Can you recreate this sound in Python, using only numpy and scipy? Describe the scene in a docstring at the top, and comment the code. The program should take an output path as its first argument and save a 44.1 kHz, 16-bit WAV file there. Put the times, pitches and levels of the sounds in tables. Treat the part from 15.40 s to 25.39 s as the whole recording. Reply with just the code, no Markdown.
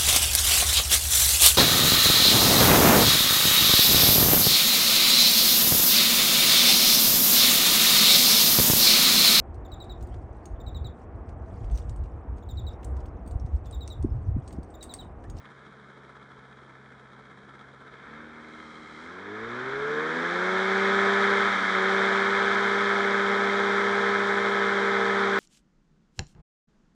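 """A two-stroke twin idles with a rattling gearbox: a powered parachute on a grass strip, heard from the seat.
It is nudged up, then opened to a loud drone that stumbles once. The exhaust sings mostly on the even
shaft orders, a geared three-blade propeller adds its own row of lines, and pulsing gas and blade
noise rings the frame. The cart jolts dully over the turf."""
import sys
import numpy as np
from scipy import signal
from scipy.fft import rfft, irfft, next_fast_len
from scipy.io import wavfile
from scipy.ndimage import uniform_filter1d

SR = 44100
rng = np.random.default_rng(int(sys.argv[2]) if len(sys.argv) > 2 else 0)


def file_out(sig):
    """Save sig as 16-bit WAV at sys.argv[1]."""
    # one column per channel
    cols = np.atleast_2d(sig).T
    # limit, then scale
    lim = np.clip(cols, -1, 1)
    pcm = np.round(lim * 32767).astype(np.int16)
    wavfile.write(sys.argv[1], SR, pcm)


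N = 440559
TIME_S = np.arange(N) / SR
FULL_HZ, LOADED_HZ, IDLE_HZ = 100, 37.75, 33.8  # shaft rates: full speed, gears tight, gears slack


def undb(db):
    """Decibels to gain."""
    return 10 ** (np.asarray(db) / 20)


def unit(x):
    """Scale to rms 1."""
    return x / np.sqrt(np.mean(x ** 2))


def curve(table):
    """Straight lines through (seconds, value) rows, one value a sample."""
    return np.interp(TIME_S, *np.transpose(table))


def walk(rate_hz):
    """Smooth random drift, rms near 1."""
    count = int(4 * rate_hz * N / SR) + 8
    points = uniform_filter1d(uniform_filter1d(rng.standard_normal(count), size=4), size=3)
    return np.interp(np.arange(N), np.linspace(0, N, count), unit(points))


def colour(x, points):
    """Ring x through a causal response of (Hz, dB) points; rms 1."""
    hz, db = np.transpose(sorted(points))
    size = 2 * next_fast_len(N // 2 + 4096)
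    log_hz = np.log(np.arange(size // 2 + 1) * SR / size + 1)
    magnitude = undb(np.interp(log_hz, np.log(hz), db, left=-70, right=-70))
    cepstrum = irfft(np.log(magnitude))
    response = np.exp(2 * rfft(cepstrum[:size // 2], size))
    return unit(irfft(rfft(x, size) * response)[:N])


def puffs(cycles, decay_cycles, scatter_db):
    """An envelope that jumps to a random height once a cycle, then decays."""
    sizes = undb(scatter_db * np.sqrt(3) * rng.uniform(-2.3, 1, size=4096))
    return unit(sizes[cycles.astype(int) % len(sizes)] * np.exp(-(cycles % 1) / decay_cycles))


def line(cycles, flutter, spread=1):
    """A partial, rms near 1, fluttering in the moving air; spread is its start phase range in cycles."""
    angle = 2 * np.pi * (cycles + spread * (rng.random() - .5)) + flutter * walk(11)
    return np.sqrt(2 / (1 + flutter ** 2)) * (1 + flutter * walk(11)) * np.sin(angle)


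def harmonics(table, cycles, mid_revs, rolled_s, flutter, spread):
    """Exact multiples whose balance shifts at mid revs and as the cart rolls on."""
    return sum(undb(db + mid_db * mid_revs + db_per_s * rolled_s)
               * line(round(order) * cycles, flutter, spread)
               for order, db, mid_db, db_per_s in table)


# Each row: centre in seconds, half length in seconds, level in dB.
TURF_JOLTS = [(4.058, .09, -63), (4.364, 0.14, -63), (6.101, 0.019, -58), (7.221, 0.08, -67)]

def turf_jolts():
    """Each bump shakes a short swell of low rumble out of the cart."""
    swell = sum(undb(db) * np.exp(-((TIME_S - s) / half_s) ** 2) for s, half_s, db in TURF_JOLTS)
    return swell * colour(rng.standard_normal(N), [(20, -18), (48, -1), (75, -5), (160, -28)])


def rush(turns, passes, firing_share, blade_share):
    """Turbulence: a share pulses with each firing, a share swells and cracks with each passing blade."""
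    speed = np.gradient(turns) * SR / FULL_HZ
    firing = puffs(2 * turns, decay_cycles=0.4, scatter_db=1.5)
    from_blade = np.abs((passes + .5) % 1 - .5)
    crack = 0.23 * puffs(passes, decay_cycles=0.13, scatter_db=4.5)
    blade = unit(np.exp(-from_blade / .3) + crack)
    firing_power = firing_share * (1.7 - speed) * (firing ** 2 - 1)
    blade_power = blade_share * speed ** 2 * (blade ** 2 - 1)
    return np.sqrt(np.abs(1 + firing_power + blade_power)) * rng.standard_normal(N)


# Each row: frequency in Hz, relative gain in dB.
CASING_RESPONSE = [(1000, -19.5), (1280, 6), (1450, -18), (1900, -13), (2100, 0.5), (2400, -18.5),
                   (2800, -28), (3250, -6.5), (3600, -24.5), (3900, -10), (4300, -20), (4700, -34.5),
                   (9000, -34)]

def casing_ring(turns, passes):
    """Turbulence rings the engine casing behind the seat."""
    return undb(-50) * colour(rush(turns, passes, firing_share=0.38, blade_share=.05), CASING_RESPONSE)


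# Each row: centre in seconds, rise in dB.
GEAR_CLACKS = [(.052, 2.5), (.11, 4), (.187, 2), (.263, 4.5), (.33, 1.5), (.382, 0.5), (.44, 1), (.505, 3),
               (.575, 3), (.645, 3.5), (.7, 4), (.762, 5), (.827, 3.5), (.912, 3.5), (.987, 4), (1.052, 3),
               (1.122, 2.5), (1.18, 3.5), (1.234, 2.5), (1.3, 3.5), (1.357, 2), (1.46, 2.5), (1.522, 3.5),
               (1.598, 3.5), (1.656, 0.5), (1.733, 3.5), (1.797, 3), (1.862, 3), (1.913, 4), (1.982, 3.5),
               (2.043, 1.5), (2.094, 5), (2.15, 4.5), (2.216, 5), (2.287, 3), (2.343, 3), (2.415, 4),
               (2.475, 4.5), (2.541, 4)]

def gear_clacks_db(half_s=0.012):
    """At idle the propeller rocks unevenly against the gear teeth; the clatter swells each time."""
    return sum(db * np.exp(-np.minimum(np.abs(TIME_S - s) / half_s, 10) ** 2) for s, db in GEAR_CLACKS)


# Each row: start in seconds, level in dB.
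GEAR_SLAMS = [(.055, -46), (2.193, -49), (2.403, -58)]
# Each row: frequency in Hz, relative gain in dB.
SLAM_RESPONSE = [(700, -20), (1300, 1), (1700, 5), (2200, -5), (2800, -18), (3300, 1), (3900, -9),
                 (4600, -26), (10500, -38)]

def gear_slams(decay_s=0.0078):
    """Gear teeth slam: a sharp, bright knock that dies quickly."""
    blows = sum(undb(db) * (TIME_S > s) * np.exp(-np.minimum(np.abs(TIME_S - s) / decay_s, 20))
                for s, db in GEAR_SLAMS)
    return blows * colour(rng.standard_normal(N), SLAM_RESPONSE)


# Each row: frequency in Hz, relative gain in dB.
RATTLE_RESPONSE = [(25, -35), (48, -3), (100, -1.5), (160, -2.5), (205, 8.5), (310, -0.5), (420, 0.5),
                   (700, -8), (1100, -6), (1330, 0.5), (1720, -3.5), (1950, -22.5), (2750, -34),
                   (3250, -18), (3850, -17), (4400, -29.5), (10000, -34)]

def gear_rattle(turns):
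    """Steady gear clatter with a piston pulse once a firing."""
    envelope = 1.1 + puffs(2 * turns, decay_cycles=0.97, scatter_db=1.0)
    return undb(-54.5) * colour(envelope * rng.standard_normal(N), RATTLE_RESPONSE)


# Each row: frequency in Hz, relative level in dB, t60 in seconds.
CYLINDER_MODES = [(1335, 2.5, 0.042), (1530, 3, .025), (1700, -1, 0.036), (3310, -5.5, 0.02),
                  (3800, -7.5, .015)]

def piston_knocks(turns, idling, clack_db, scatter_db=2.5, attack_s=.0012):
    """At idle each firing slaps a piston against its bore and rings the cylinders, harder in a clack."""
    firings = np.diff(np.floor(2 * turns), prepend=0)
    blows = firings * idling * undb(2.4 * clack_db + scatter_db * rng.uniform(-1, 1, N))
    t = np.arange(SR // 10) / SR
    ring = sum(undb(db - 60 * t / t60) * np.sin(2 * np.pi * hz * t) for hz, db, t60 in CYLINDER_MODES)
    ring *= 1 - np.exp(-t / attack_s)
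    return undb(-66) * unit(signal.fftconvolve(blows, ring)[:N])


def idle_throb(idling, clack_db, boom_hz=210):
    """Lumpy idle firings boom in the pipe, in step with the clacks."""
    return idling * undb(-69 + 2 * clack_db) * line(boom_hz * TIME_S, flutter=0.95)


# Four noise bands, low to high. Each row: frequency in Hz, relative gain in dB.
RUMBLE_BAND = [(25, -42), (48, -33.5), (85, -44), (150, -17), (215, -4.5), (280, -12.5), (350, -3),
               (430, 2), (510, -2.5), (680, -4), (850, -2.5), (1050, 0.5), (1500, -42)]
ROAR_BAND = [(600, -36), (850, -19.5), (1020, -6.5), (1130, -8), (1300, 1), (1430, -0.5), (1720, 0),
             (1850, -5), (1980, -8.5), (2120, -1.5), (2250, -7.5), (2420, -14), (2780, -28), (3600, -50.5)]
HISS_BAND = [(2300, -39), (2830, -13), (3200, 1.5), (3650, 0.5), (4050, -6), (4300, -10.5), (4550, -12),
             (5200, -35.5), (7000, -52.5)]
AIR_BAND = [(3000, -34.5), (4200, -9.5), (4550, 1.5), (4900, 1.5), (5150, 1.5), (5400, 1.5), (5650, 1.5),
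            (6500, -3.5), (7900, -7.5), (9000, -19), (9800, -13), (11000, -29.5)]

def turbulence(turns, passes, gain, sideways):
    """Gas and blade noise; the top band rises while the head faces sideways."""
    rumble = colour(rush(turns, passes, firing_share=0.086, blade_share=0.081), RUMBLE_BAND)
    roar = colour(rush(turns, passes, firing_share=0.2, blade_share=0.43), ROAR_BAND)
    hiss = colour(rush(turns, passes, firing_share=0.21, blade_share=0.24), HISS_BAND)
    air = colour(rush(turns, passes, firing_share=.05, blade_share=0.23), AIR_BAND)
    air *= undb(8.5 * sideways)
    return gain["rumble"] * rumble + gain["roar"] * roar + gain["hiss"] * hiss + gain["air"] * air


# Each row: frequency in Hz, relative gain in dB.
FRAME_RESPONSE = [(30, -48), (60, -40), (120, -6), (230, 2.5), (300, -8), (440, 4.5), (540, -6.5),
                  (750, -8.5), (1020, -4), (1300, 0), (1750, -0.5), (1950, -10.5), (2120, -5),
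                  (2800, -35.5)]

def frame(lines):
    """Resonances of frame and seat, which the lines glide through."""
    return colour(lines, FRAME_RESPONSE)


# Each row: multiple of the blade rate, relative level in dB, dB added at mid revs, dB per second rolled.
PROPELLER_LINES = [(1, -7.5, -5, 1), (2, -12.5, 5, 1), (3, -11, 7, 2.5), (5, 0, -0.5, 0), (6, -0.5, 2.5, 1),
                   (7, 2.5, -0.5, 1.5), (8, -1.5, -2.5, 0.5), (9, -2, -1, 1), (10, 2.5, -6, 0),
                   (11, 6, -7.5, .3), (12, 1, 1, -2), (13, 0.5, -1, -1), (14, -3.5, 5, 1),
                   (15, 4.5, -0.5, -0.7), (16, 0, 4.5, 0.5), (17, 1.5, 5.5, -1), (18, 3.5, -0.5, -0.5),
                   (19, -6, 11.5, 0.5), (20, 4.5, 2, -4.5)]

def propeller(passes, mid_revs, rolled_s):
    """Blades slap the disturbed air behind the frame; the lines keep in step as a rasping pulse."""
    return frame(harmonics(PROPELLER_LINES, passes, mid_revs, rolled_s, flutter=0.1, spread=0.53))


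def blade_beat(passes, speed_db, since_stumble_s, stumble):
    """The fourth blade line beats against the exhaust note and grows as the cart rolls on."""
    level_db = -42 + 3.5 * speed_db + 1.74 * since_stumble_s - 21 * stumble
    return undb(level_db) * line(4 * passes, flutter=0.31)


# Each row: shaft order, relative level in dB, dB added at mid revs, dB per second rolled.
BUZZ_LINES = [(1, -8.5, 2, 0.5), (5, -6.5, 8, -1), (7, -3, 2.5, -0.5), (9, 1, -2, -0.5), (10, 3, -0.5, 0.5),
              (11, -8, 4, 1.5), (12, -11.5, 14, 1.5), (13, -1, 0, 1.45), (15, -0.5, 2, .5),
              (16, -3.5, 6.5, 1), (17, -6.5, 0, 1.5), (18, -3.5, -3, 2), (19, 5.5, -9, -1.5),
              (20, -4, 2.5, 3), (21, -3, 4.5, 1.5), (22, 0.5, 2, 0), (23, -3, 4.5, 1)]

def engine_buzz(turns, mid_revs, rolled_s, stumble):
    """The sharp edge of the firings: weaker shaft orders, dipping as firings miss in the stumble."""
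    lower = harmonics(BUZZ_LINES, turns, mid_revs, rolled_s, flutter=0.12, spread=1)
    upper = sum(line(order * turns, flutter=.45) for order in range(24, 38, 2))
    return undb(-5 * stumble) * frame(lower + undb(2.5) * upper)


# Each row: frequency in Hz, gain in dB.
PIPE_RESPONSE = [(60, 0), (100, -2), (122, 4), (140, -2.5), (158, -7), (200, -0.94), (212, 2), (246, 9),
                 (272, -0.5), (290, -2), (304, 5.5), (316, 6), (330, 3), (350, 6.5), (392, 11), (404, 11.5),
                 (432, 12.5), (460, 11), (505, -2.5), (545, 0.5), (600, -3.5), (690, -9), (770, -0.3)]
# Each row: shaft order, drive in dB at full speed, dB per dB of speed, dB added at mid revs,
# stumble dip in dB, flutter 0-1, stagger 0-1 (extra flutter at idle and in the stumble).
EXHAUST_LINES = [(2, -35, 4, -0.5, 1.5, 0.01, 0.01), (3, -58.5, 4.5, 15.5, -6.5, 0.37, 0.1),
                 (4, -41, 2, -3.5, 13, 0.01, 0), (6, -40.5, 2.5, 1.5, 10, 0.09, 0.46),
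                 (8, -44.5, 2.27, 0, 15, 0.13, 0.75), (14, -44.5, 3, 2, 3, .15, 1)]

def exhaust(turns, shaft_hz, speed_db, idling, mid_revs, stumble, stagger_loss_db=9.5):
    """Two firings a turn: orders swell as they cross the pipe's resonances; upper ones stagger at idle."""
    pipe_hz, pipe_db = np.transpose(sorted(PIPE_RESPONSE))
    note = 0
    for order, db, rise, mid_db, dip_db, flutter, stagger in EXHAUST_LINES:
        order = round(order)
        ring_db = np.interp(order * shaft_hz, pipe_hz, pipe_db)
        drive_db = db + rise * speed_db + mid_db * mid_revs
        loss_db = dip_db * stumble + stagger_loss_db * stagger * idling
        partial = line(order * turns, flutter + stagger * (idling + stumble))
        note += undb(drive_db - loss_db + ring_db) * partial
    return note


# Each row: time in seconds, crankshaft rate in Hz.
SHAFT_RATE = [(.1, 34.15), (.7, 33.6), (1.6, 32.88), (2.2, 33.7), (2.55, 33.5), (2.8, 38.7), (2.95, 39.06),
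              (3.57, 38.63), (3.7, 43.38), (4, 55.14), (4.35, 68.7), (4.7, 80.16), (5, 90.34),
              (5.12, 93.94), (5.25, 95.87), (5.4, 97.7), (5.75, 99.1), (6.07, 99.7), (6.2, 96), (6.4, 95.7),
              (6.55, 97.34), (6.9, 98.74), (7.4, 100.1), (7.7, 99.4), (8.55, 100.2), (9.2, 99.9), (9.9, 99)]
# Work beyond what the speed needs. Each row: time in seconds, effort in dB, dB added to the exhaust.
ENGINE_EFFORT = [(0, 2, 1.5), (2.45, 3, 1.5), (2.58, 7, 1), (2.76, 2.5, 5), (2.88, 0, 2), (3.45, -1, 1.5),
                 (3.62, 1, 1.5), (3.95, 0.5, 3), (4.17, 1.5, -1.5), (4.42, 0.5, 1.5), (5.1, 0.5, 2),
                 (5.7, 2.5, 2.8), (6.1, 2.14, -0.5), (6.55, 2.26, 2), (7.1, 1.5, -1.5), (7.7, 0.44, 0.3),
                 (8.2, 0.5, 0.5), (9.1, 0, -0.5), (9.9, 0.5, 1)]
# Each row: time in seconds, how far the head faces sideways 0-1.
HEAD_TURN = [(2.9, 0.07), (3.2, 0.87), (3.6, 1), (3.85, 0.02)]
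# Each entry, by layer: base dB at full speed, dB per dB of speed, dB per dB of effort, dB added at idle.
LAYER_LEVELS = {"rumble": (-36.5, 2.5, 0.15, 1), "roar": (-29.5, 2.5, 1.39, -6),
                "hiss": (-41, 3, 1.2, -2.8), "air": (-50.5, 3, 0.8, -0.7), "buzz": (-31.5, 3, 1, -7.5),
                "blades": (-31, 3.5, 1.5, -6.5)}
STUMBLE_S, STUMBLE_HALF_S, SETTLE_S = 6.2, 0.125, 3.5
MID_REVS_HZ, MID_REVS_WIDTH_HZ = 77.25, 18.55  # the engine snarls here, with less noise

def scene(blade_count=3, gear_ratio=2.579):
    """Shaft speed times the engine and propeller and, with effort, sets their levels."""
    shaft_hz = curve(SHAFT_RATE)
    effort_db = curve([(s, db) for s, db, _ in ENGINE_EFFORT])
    note_db = curve([(s, db) for s, _, db in ENGINE_EFFORT])
    sideways = curve(HEAD_TURN)
    since_stumble_s = TIME_S - STUMBLE_S
    stumble = np.exp(-(since_stumble_s / STUMBLE_HALF_S) ** 4)
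    rolled_s = np.clip(since_stumble_s, 0, SETTLE_S)
    turns = np.cumsum(shaft_hz * (1 + 0.00048 * walk(16))) / SR
    passes = turns * blade_count / gear_ratio
    speed_db = 20 * np.log10(shaft_hz / FULL_HZ)
    idling = np.clip((LOADED_HZ - shaft_hz) / (LOADED_HZ - IDLE_HZ), 0, 1)
    mid_revs = np.exp(-((shaft_hz - MID_REVS_HZ) / MID_REVS_WIDTH_HZ) ** 2)
    clack_db = gear_clacks_db()
    gain = {name: undb(db + rise * speed_db + push * effort_db + idle_db * idling)
            for name, (db, rise, push, idle_db) in LAYER_LEVELS.items()}

    noise = turbulence(turns, passes, gain, sideways) + gear_rattle(turns)
    noise *= undb(clack_db - 2 * idling - 0.95 * mid_revs)
    note = undb(note_db) * exhaust(turns, shaft_hz, speed_db, idling, mid_revs, stumble)
    blades = gain["blades"] * propeller(passes, mid_revs, rolled_s)
    blades += blade_beat(passes, speed_db, since_stumble_s, stumble)
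    buzz = gain["buzz"] * engine_buzz(turns, mid_revs, rolled_s, stumble)
    idle = idle_throb(idling, clack_db) + piston_knocks(turns, idling, clack_db)
    casing = sideways * casing_ring(turns, passes)
    return turf_jolts() + casing + gear_slams() + idle + noise + blades + buzz + note


def record(dry, cutoff_hz=10500):
    """Mono, with a steep low-pass."""
    return signal.sosfilt(signal.ellip(8, .2, 70, cutoff_hz, fs=SR, output="sos"), dry)


dry = scene()
out = record(dry)
file_out(out)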